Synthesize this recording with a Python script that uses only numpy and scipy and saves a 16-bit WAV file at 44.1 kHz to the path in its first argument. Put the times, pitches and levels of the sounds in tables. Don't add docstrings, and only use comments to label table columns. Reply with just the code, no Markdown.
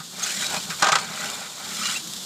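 import sys
import numpy as np
from scipy import signal
from scipy.fft import rfft, irfft
from scipy.io import wavfile
from scipy.ndimage import map_coordinates

SR = 44100
rng = np.random.default_rng(int(sys.argv[2]) if len(sys.argv) > 2 else 0)


def wav_record(signal):
    frames = np.transpose(np.atleast_2d(signal))
    bounded = np.clip(frames, -1, 1)
    quanta = np.round(bounded * 32767).astype(np.int16)
    wavfile.write(sys.argv[1], SR, quanta)


N = 99225
TIME = np.arange(N) / SR

# time_s, edge_level_db, wall_level_db, grind_level_db
SCRAPE_STROKES = [
    [(0.12, -51.5, -61, -53), (0.232, -28, -34.5, -42.5), (0.364, -33, -39, -46), (0.432, -27, -40.5, -44),
     (0.48, -33.5, -42, -43.5), (0.553, -29.5, -36.5, -29), (0.624, -39.5, -54, -49),
     (0.688, -45, -52, -43.5), (0.71, -29.5, -31.5, -48), (0.726, -36, -34, -52), (0.774, -51, -50, -63),
     (0.79, -36, -58, -43.5)],
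    [(0.99, -32.5, -49, -37), (1.05, -37, -39, -40.5), (1.08, -42, -42.5, -45), (1.144, -38, -37.5, -42),
     (1.226, -33, -32.5, -39), (1.352, -37, -46.5, -39.5), (1.464, -38.5, -39.5, -44),
     (1.49, -43.5, -49, -45), (1.53, -43, -67, -49)],
    [(1.54, -40, -56, -50), (1.594, -44.5, -44, -45), (1.764, -33.5, -41, -44.5),
     (1.892, -29, -35.5, -59.5), (1.974, -29, -42, -41), (1.994, -37, -49, -53), (2.02, -45, -68, -51)],
]
# freq_hz, level_db_per_hz
EDGE_SPECTRUM = [(300, -53), (1200, -9), (2400, -1.5), (4000, 3), (5200, -2), (7500, -1), (8800, -7.5),
                 (10200, -14.5), (15000, -21)]
# freq_hz, level_db_per_hz
RUB_SPECTRUM = [(100, -54), (500, -10), (1000, -3.5), (1450, 11.5), (1750, -1), (2400, 3), (3500, -23),
                (8000, -26.5)]
# time_s, resonance_hz
RUB_PITCH_CURVE = [(.2, 1291), (.28, 1527), (.36, 2008), (.44, 1480), (1.3, 1469), (1.8, 1323),
                   (1.949, 1489)]
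# freq_hz, level_db_per_hz
GRIND_SPECTRUM = [(30, -51), (120, -17), (280, -8), (450, -6), (750, 2.5), (1000, -0.5), (1500, 2),
                  (4000, -78.5)]
# freq_hz, level_db_per_hz
TICK_SPECTRUM = [(700, -28.5), (3500, -1), (7500, -0.5), (9500, -10), (15000, -18)]
# freq_hz, level_db, t60_s
POT_MODES = [(431.5, -8.5, 0.12), (615.7, -3, 0.14), (773, 0.5, 0.16), (806, -5.5, 0.26), (867, -2.5, 0.12),
             (960, -3, 0.16), (1023, -3.5, 0.19), (1098, -8, 0.085), (1168, -1, 0.13), (1232, -2.5, 0.33),
             (1247.5, 2, 0.15), (1365, -8.5, 0.25), (1467, 2, 0.098), (1573, -0.5, 0.23), (1780, -6, 0.11),
             (1960, 2, 0.11)]
# freq_hz, level_db, t60_s
LADLE_MODES = [(2395, 19.5, 0.068), (3160, -19, 0.066), (3480, -8, 0.099), (4200, -2, 0.034),
               (5220, 18, 0.045), (6990, 20, 0.023), (7220, 17, 0.01), (7430, -11, .025)]
# start_s, length_s, pitch_hz, level_db
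SQUEAL_EVENTS = [(0.226, .028, 6410, -26.5), (.345, 0.22, 3856, -35.5), (.535, 0.06, 2500, -35),
                 (1.31, 0.066, 3570, -36.5), (1.804, 0.028, 1284, -29.5), (1.836, 0.08, 2864, -32),
                 (1.853, .028, 3950, -29), (1.953, 0.03, 2730, -28), (1.994, 0.12, 318, -48)]
# start_s, pot_ring_db, ladle_clank_db, spot_pitch_hz
KNOCK_EVENTS = [(0, -34, -40, 1257), (0.42, -27, -28.5, 1970), (.542, -39, -26.5, 790),
                (0.7, -34, -31, 1500), (0.795, -40.5, -34, 1346), (.8195, -14.5, -36, 1250),
                (0.8232, -13, -15.5, 831), (0.8264, -15, -32, 976), (0.841, -16, -19.5, 1218),
                (.857, -17.5, -29, 712), (0.867, -14, -21, 1586), (.883, -16.5, -23, 1090),
                (.887, -18.5, -22, 656), (0.9182, -17, -14, 817), (.9255, -14, -37, 1296),
                (.936, -26, -47, 1380), (0.9523, -12.5, -16, 1311), (.984, -38, -24.5, 1400),
                (1.043, -41, -33, 1430), (1.853, -42, -24, 1430), (1.885, -32, -31, 1260)]
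# start_s, level_db
TICK_EVENTS = [(0.4659, -22.5), (0.823, -18), (0.8433, -28), (.92, -29), (0.954, -28), (1.243, -26.5),
               (1.258, -29), (1.3, -25), (2.0734, -30), (2.135, -29)]
# freq_hz, level_db_per_hz
CLANK_SPECTRUM = [(30, -44), (400, -8), (1200, 0.5), (3000, 6.5), (5500, 5), (7500, 4), (9000, -7),
                  (11000, -20), (15500, -31)]
# freq_hz, level_db_per_hz
WALL_SPECTRUM = [(40, -45), (150, -27), (300, -11), (450, -5.5), (800, -10), (1400, 2.5), (2000, -4),
                 (2600, -10.5), (4000, -5.5), (9000, -49)]
# freq_hz, level_db_per_hz
SIZZLE_SPECTRUM = [(30, -41), (200, -4.5), (600, -7), (1400, -5.5), (2300, -12.5), (3600, 3), (5000, -0.5),
                   (5900, -2), (7400, 1.5), (8600, -5.5), (10000, -10.5), (14000, -12.5), (15700, -24)]
# freq_hz, level_db_per_hz
SPIT_SPECTRUM = [(2000, -23), (5000, -3), (8000, -20), (13500, 11), (15700, -11)]
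# time_s, level_db
SIZZLE_LEVEL = [(.11, -40), (.4, -34), (.64, -35.5), (.73, -35), (.8, -35), (.89, -52), (1.1, -38.5),
                (1.25, -36), (1.52, -40), (1.75, -34), (2.03, -36), (2.15, -34.5), (2.25, -35)]
# freq_hz, level_db_per_hz
BOOM_SPECTRUM = [(20, -34), (50, -44), (80, -10.5), (110, -10.5), (150, -0.5), (185, 5), (230, 0.5),
                 (300, -13.5), (500, -21.5), (1500, -46)]
# time_s, level_db
BOOM_LEVEL = [(.1, -50.5), (.55, -45), (.95, -46), (1.3, -44), (1.55, -52), (1.8, -46.5), (2.0, -48.5),
              (2.25, -52.5)]
# start_s, level_db, pitch_hz
THUD_EVENTS = [(0, -34, 169), (0.372, -33.5, 194), (0.57, -33, 187), (0.651, -34, 156), (0.688, -32.5, 189),
               (.821, -28, 176), (0.873, -36, 208), (.919, -29.5, 164), (1.099, -36.5, 175),
               (1.717, -38, 192), (1.792, -31.5, 190), (1.82, -37, 195), (1.888, -34, 176),
               (2.088, -38, 179)]

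SLIPS_PER_S, SNAPS_PER_S = 2500, 70
GRIT_SHARE, LADLE_SHARE, CRUST_SHARE = 0.62, 0.14, 0.15
CHIRPS_PER_S, CHIRP_RISE_S, CHIRP_SPREAD_DB = 1400, 0.0042, 13
CHIRP_LOW_HZ, CHIRP_SPAN_HZ = 1173.6, 9030
TICK_RISE_S = 0.0012
SQUEAL_WIDTH = 0.0095
RING_RISE_S, RING_T60_S, RING_SPREAD_OCT, RING_MODE_SHARE = 0.0045, 0.12, 0.75, 0.66
MEAT_DAMPING_S = 0.12
SPOT_SHARE, SPOT_T60_S = 0.36, 0.07
FLUTTER_S, FLUTTER_DEPTH = 0.00586, 0.35
CLANK_RISE_S, CLANK_FALL_S, CLANK_TAIL_DB, CLANK_TAIL_S = 0.0032, 0.0067, -12, 0.011
POPS_PER_S, SPITS_PER_S, SPIT_DB = 1500, 1200, -28.5
LUMP_DB, LUMPS_HZ = 2.1, 18
THUD_RISE_S = 0.0071
CUTOFF_HZ = 15600


def amp(db):
    return 10 ** (np.asarray(db) / 20)


def unit(x):
    return x / np.sqrt(np.mean(x ** 2) + 1e-20)


def decay(t, t60):
    return np.exp(-np.log(1000) * t / t60)


def add(mix, start_s, sound):
    part = mix[round(start_s * SR):][:len(sound)]
    part += sound[:len(part)]


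def blend(a, b, share):
    share = np.clip(share, 0, 1)
    return np.sqrt(1 - share) * a + np.sqrt(share) * b


def colour(x, points):
    size = 4096
    hz, db = np.transpose(points)
    log_hz = np.log(abs(np.fft.fftfreq(size, 1 / SR)) + 1)
    log_gain = np.log(amp(np.interp(log_hz, np.log(hz), db)))
    taps = np.fft.ifft(np.exp(np.conj(signal.hilbert(log_gain)))).real
    return unit(irfft(rfft(x) * rfft(taps, len(x)), len(x)))


def wobble(hz):
    freqs = np.fft.rfftfreq(N, 1 / SR)
    return unit(irfft(rfft(rng.standard_normal(N)) / (1 + (freqs / hz) ** 2), N))


def clicks(per_s, spread_db):
    size = amp(spread_db * np.minimum(rng.exponential(1, N), 5))
    happens = rng.random(N) < per_s / SR
    return unit(size * rng.choice([-1, 1], N) * happens)


def ring(x, modes):
    t = np.arange(SR // 2) / SR
    response = sum(amp(db) * decay(t, t60) / np.sqrt(t60) * np.cos(2 * np.pi * hz * t)
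                   for hz, db, t60 in modes)
    return unit(signal.fftconvolve(x, response)[:len(x)])


def scraping():
    slips = clicks(SLIPS_PER_S, spread_db=-2.0) * amp(3.6 * wobble(hz=68.5))
    rubs = clicks(SLIPS_PER_S, spread_db=1.5) * amp(1.47 * wobble(hz=49.7))
    grit = blend(slips, chirps(), GRIT_SHARE)
    edge = blend(colour(grit, EDGE_SPECTRUM), ring(slips, LADLE_MODES), LADLE_SHARE)
    edge = blend(edge, crust(), CRUST_SHARE)
    rubbed_wall = bend(colour(rubs, RUB_SPECTRUM), RUB_PITCH_CURVE)
    wall = blend(rubbed_wall, ring(rubs, POT_MODES[6:]), share=0.28)
    grind = blend(colour(rubs, GRIND_SPECTRUM), ring(rubs, POT_MODES[:6]), share=0.21)

    s, edge_db, wall_db, grind_db = np.vstack(SCRAPE_STROKES).T
    parts = [(edge, edge_db), (wall, wall_db), (grind, grind_db)]
    return sum(x * amp(np.interp(TIME, s, db, left=-np.inf, right=-np.inf)) for x, db in parts)


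def chirps():
    t = np.arange(2048) / SR
    out = np.zeros(N)
    swell = t / CHIRP_RISE_S * np.exp(-t / CHIRP_RISE_S)
    for when, pitch, size, phase in rng.random((int(CHIRPS_PER_S * N / SR), 4)):
        hz = CHIRP_LOW_HZ + CHIRP_SPAN_HZ * pitch
        gain = amp(CHIRP_SPREAD_DB * size ** 3)
        add(out, when * TIME[-1], gain * swell * np.sin(2 * np.pi * (hz * t + phase)))
    return unit(out)


def crust():
    out = np.zeros(N)
    for when, size in rng.random((int(SNAPS_PER_S * N / SR), 2)):
        add(out, when * TIME[-1], size * tick())
    return unit(out)


def tick():
    t = np.arange(SR // 16) / SR
    noise = colour(rng.standard_normal(len(t)), TICK_SPECTRUM)
    return noise * t / TICK_RISE_S * np.exp(1 - t / TICK_RISE_S)


def bend(x, points):
    resonance_hz = max(RUB_SPECTRUM, key=lambda point: point[1])[0]
    place = np.cumsum(np.interp(TIME, *np.transpose(points)) / resonance_hz)
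    return map_coordinates(x, [place], mode="grid-wrap")


def squeals():
    out = np.zeros(N)
    for s, length, hz, db in SQUEAL_EVENTS:
        t = np.arange(0, length, 1 / SR)
        pitch = hz * (1 + SQUEAL_WIDTH * wobble(hz=150)[:len(t)])
        swell = np.sin(np.pi * t / length) * amp(db + 3.1 * wobble(hz=90)[:len(t)])
        add(out, s, swell * np.sin(2 * np.pi * np.cumsum(pitch) / SR))
    return out


def clatter():
    out = np.zeros(N)
    for s, ring_db, clank_db, spot_hz in KNOCK_EVENTS:
        add(out, s, amp(ring_db) * pot_ring(spot_hz) + amp(clank_db) * ladle_clank())
    for s, db in TICK_EVENTS:
        add(out, s, amp(db) * tick())
    return out


def pot_ring(spot_hz):
    t = np.arange(SR // 2) / SR
    hz, db, t60 = np.transpose(POT_MODES)[:, :, None]
    weight = amp(db) * np.exp(-0.5 * (np.log2(hz / spot_hz) / RING_SPREAD_OCT) ** 2)
    fall = decay(t, t60) * np.exp(-t / MEAT_DAMPING_S)
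    modes = weight * fall * np.sin(2 * np.pi * (hz * t + rng.random(hz.shape)))
    modes = modes.sum(0) * np.sqrt(2) / np.linalg.norm(weight)
    dense = colour(rng.standard_normal(len(t)), WALL_SPECTRUM) * decay(t, RING_T60_S)
    spot = np.sqrt(2) * np.sin(2 * np.pi * spot_hz * t) * decay(t, SPOT_T60_S)
    body = blend(blend(dense, modes, RING_MODE_SHARE), spot, SPOT_SHARE)
    flutter = 1 + FLUTTER_DEPTH * np.cos(2 * np.pi * t / FLUTTER_S)
    return body * np.minimum(t / RING_RISE_S, 1) * flutter


def ladle_clank():
    t = np.arange(SR // 2) / SR
    after = np.maximum(t - CLANK_RISE_S, 0)
    contact = colour(rng.standard_normal(len(t)), CLANK_SPECTRUM)
    tail = blend(contact, ring(rng.standard_normal(len(t)), LADLE_MODES), share=0.9)
    clank = contact * np.exp(-after / CLANK_FALL_S)
    clank += amp(CLANK_TAIL_DB) * tail * np.exp(-after / CLANK_TAIL_S)
    return np.minimum(t / CLANK_RISE_S, 1) * clank


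def sizzle():
    fat = blend(rng.standard_normal(N), clicks(POPS_PER_S, spread_db=-0.5), share=0.3)
    spit = colour(clicks(SPITS_PER_S, spread_db=-2.5), SPIT_SPECTRUM)
    spit *= amp(SPIT_DB + 3.1 * wobble(hz=27))
    level_db = np.interp(TIME, *np.transpose(SIZZLE_LEVEL)) + 0.84 * wobble(hz=30)
    return (colour(fat, SIZZLE_SPECTRUM) + spit) * amp(level_db)


def boom():
    lumps = unit(amp(LUMP_DB * wobble(hz=LUMPS_HZ)))
    level = amp(np.interp(TIME, *np.transpose(BOOM_LEVEL)))
    out = colour(rng.standard_normal(N), BOOM_SPECTRUM) * lumps * level
    t = np.arange(SR // 8) / SR
    swell = (t / THUD_RISE_S * np.exp(1 - t / THUD_RISE_S)) ** 2
    for s, db, hz in THUD_EVENTS:
        add(out, s, amp(db) * swell * np.sin(2 * np.pi * hz * t))
    return out


def scene():
    mix = scraping() + squeals() + clatter() + sizzle() + boom()
    return np.tile(mix, (2, 1))


def record(dry):
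    taps = signal.firwin(511, CUTOFF_HZ, window=("kaiser", 9), fs=SR)
    return signal.oaconvolve(dry, taps[None], "same")


dry = scene()
out = record(dry)
wav_record(out)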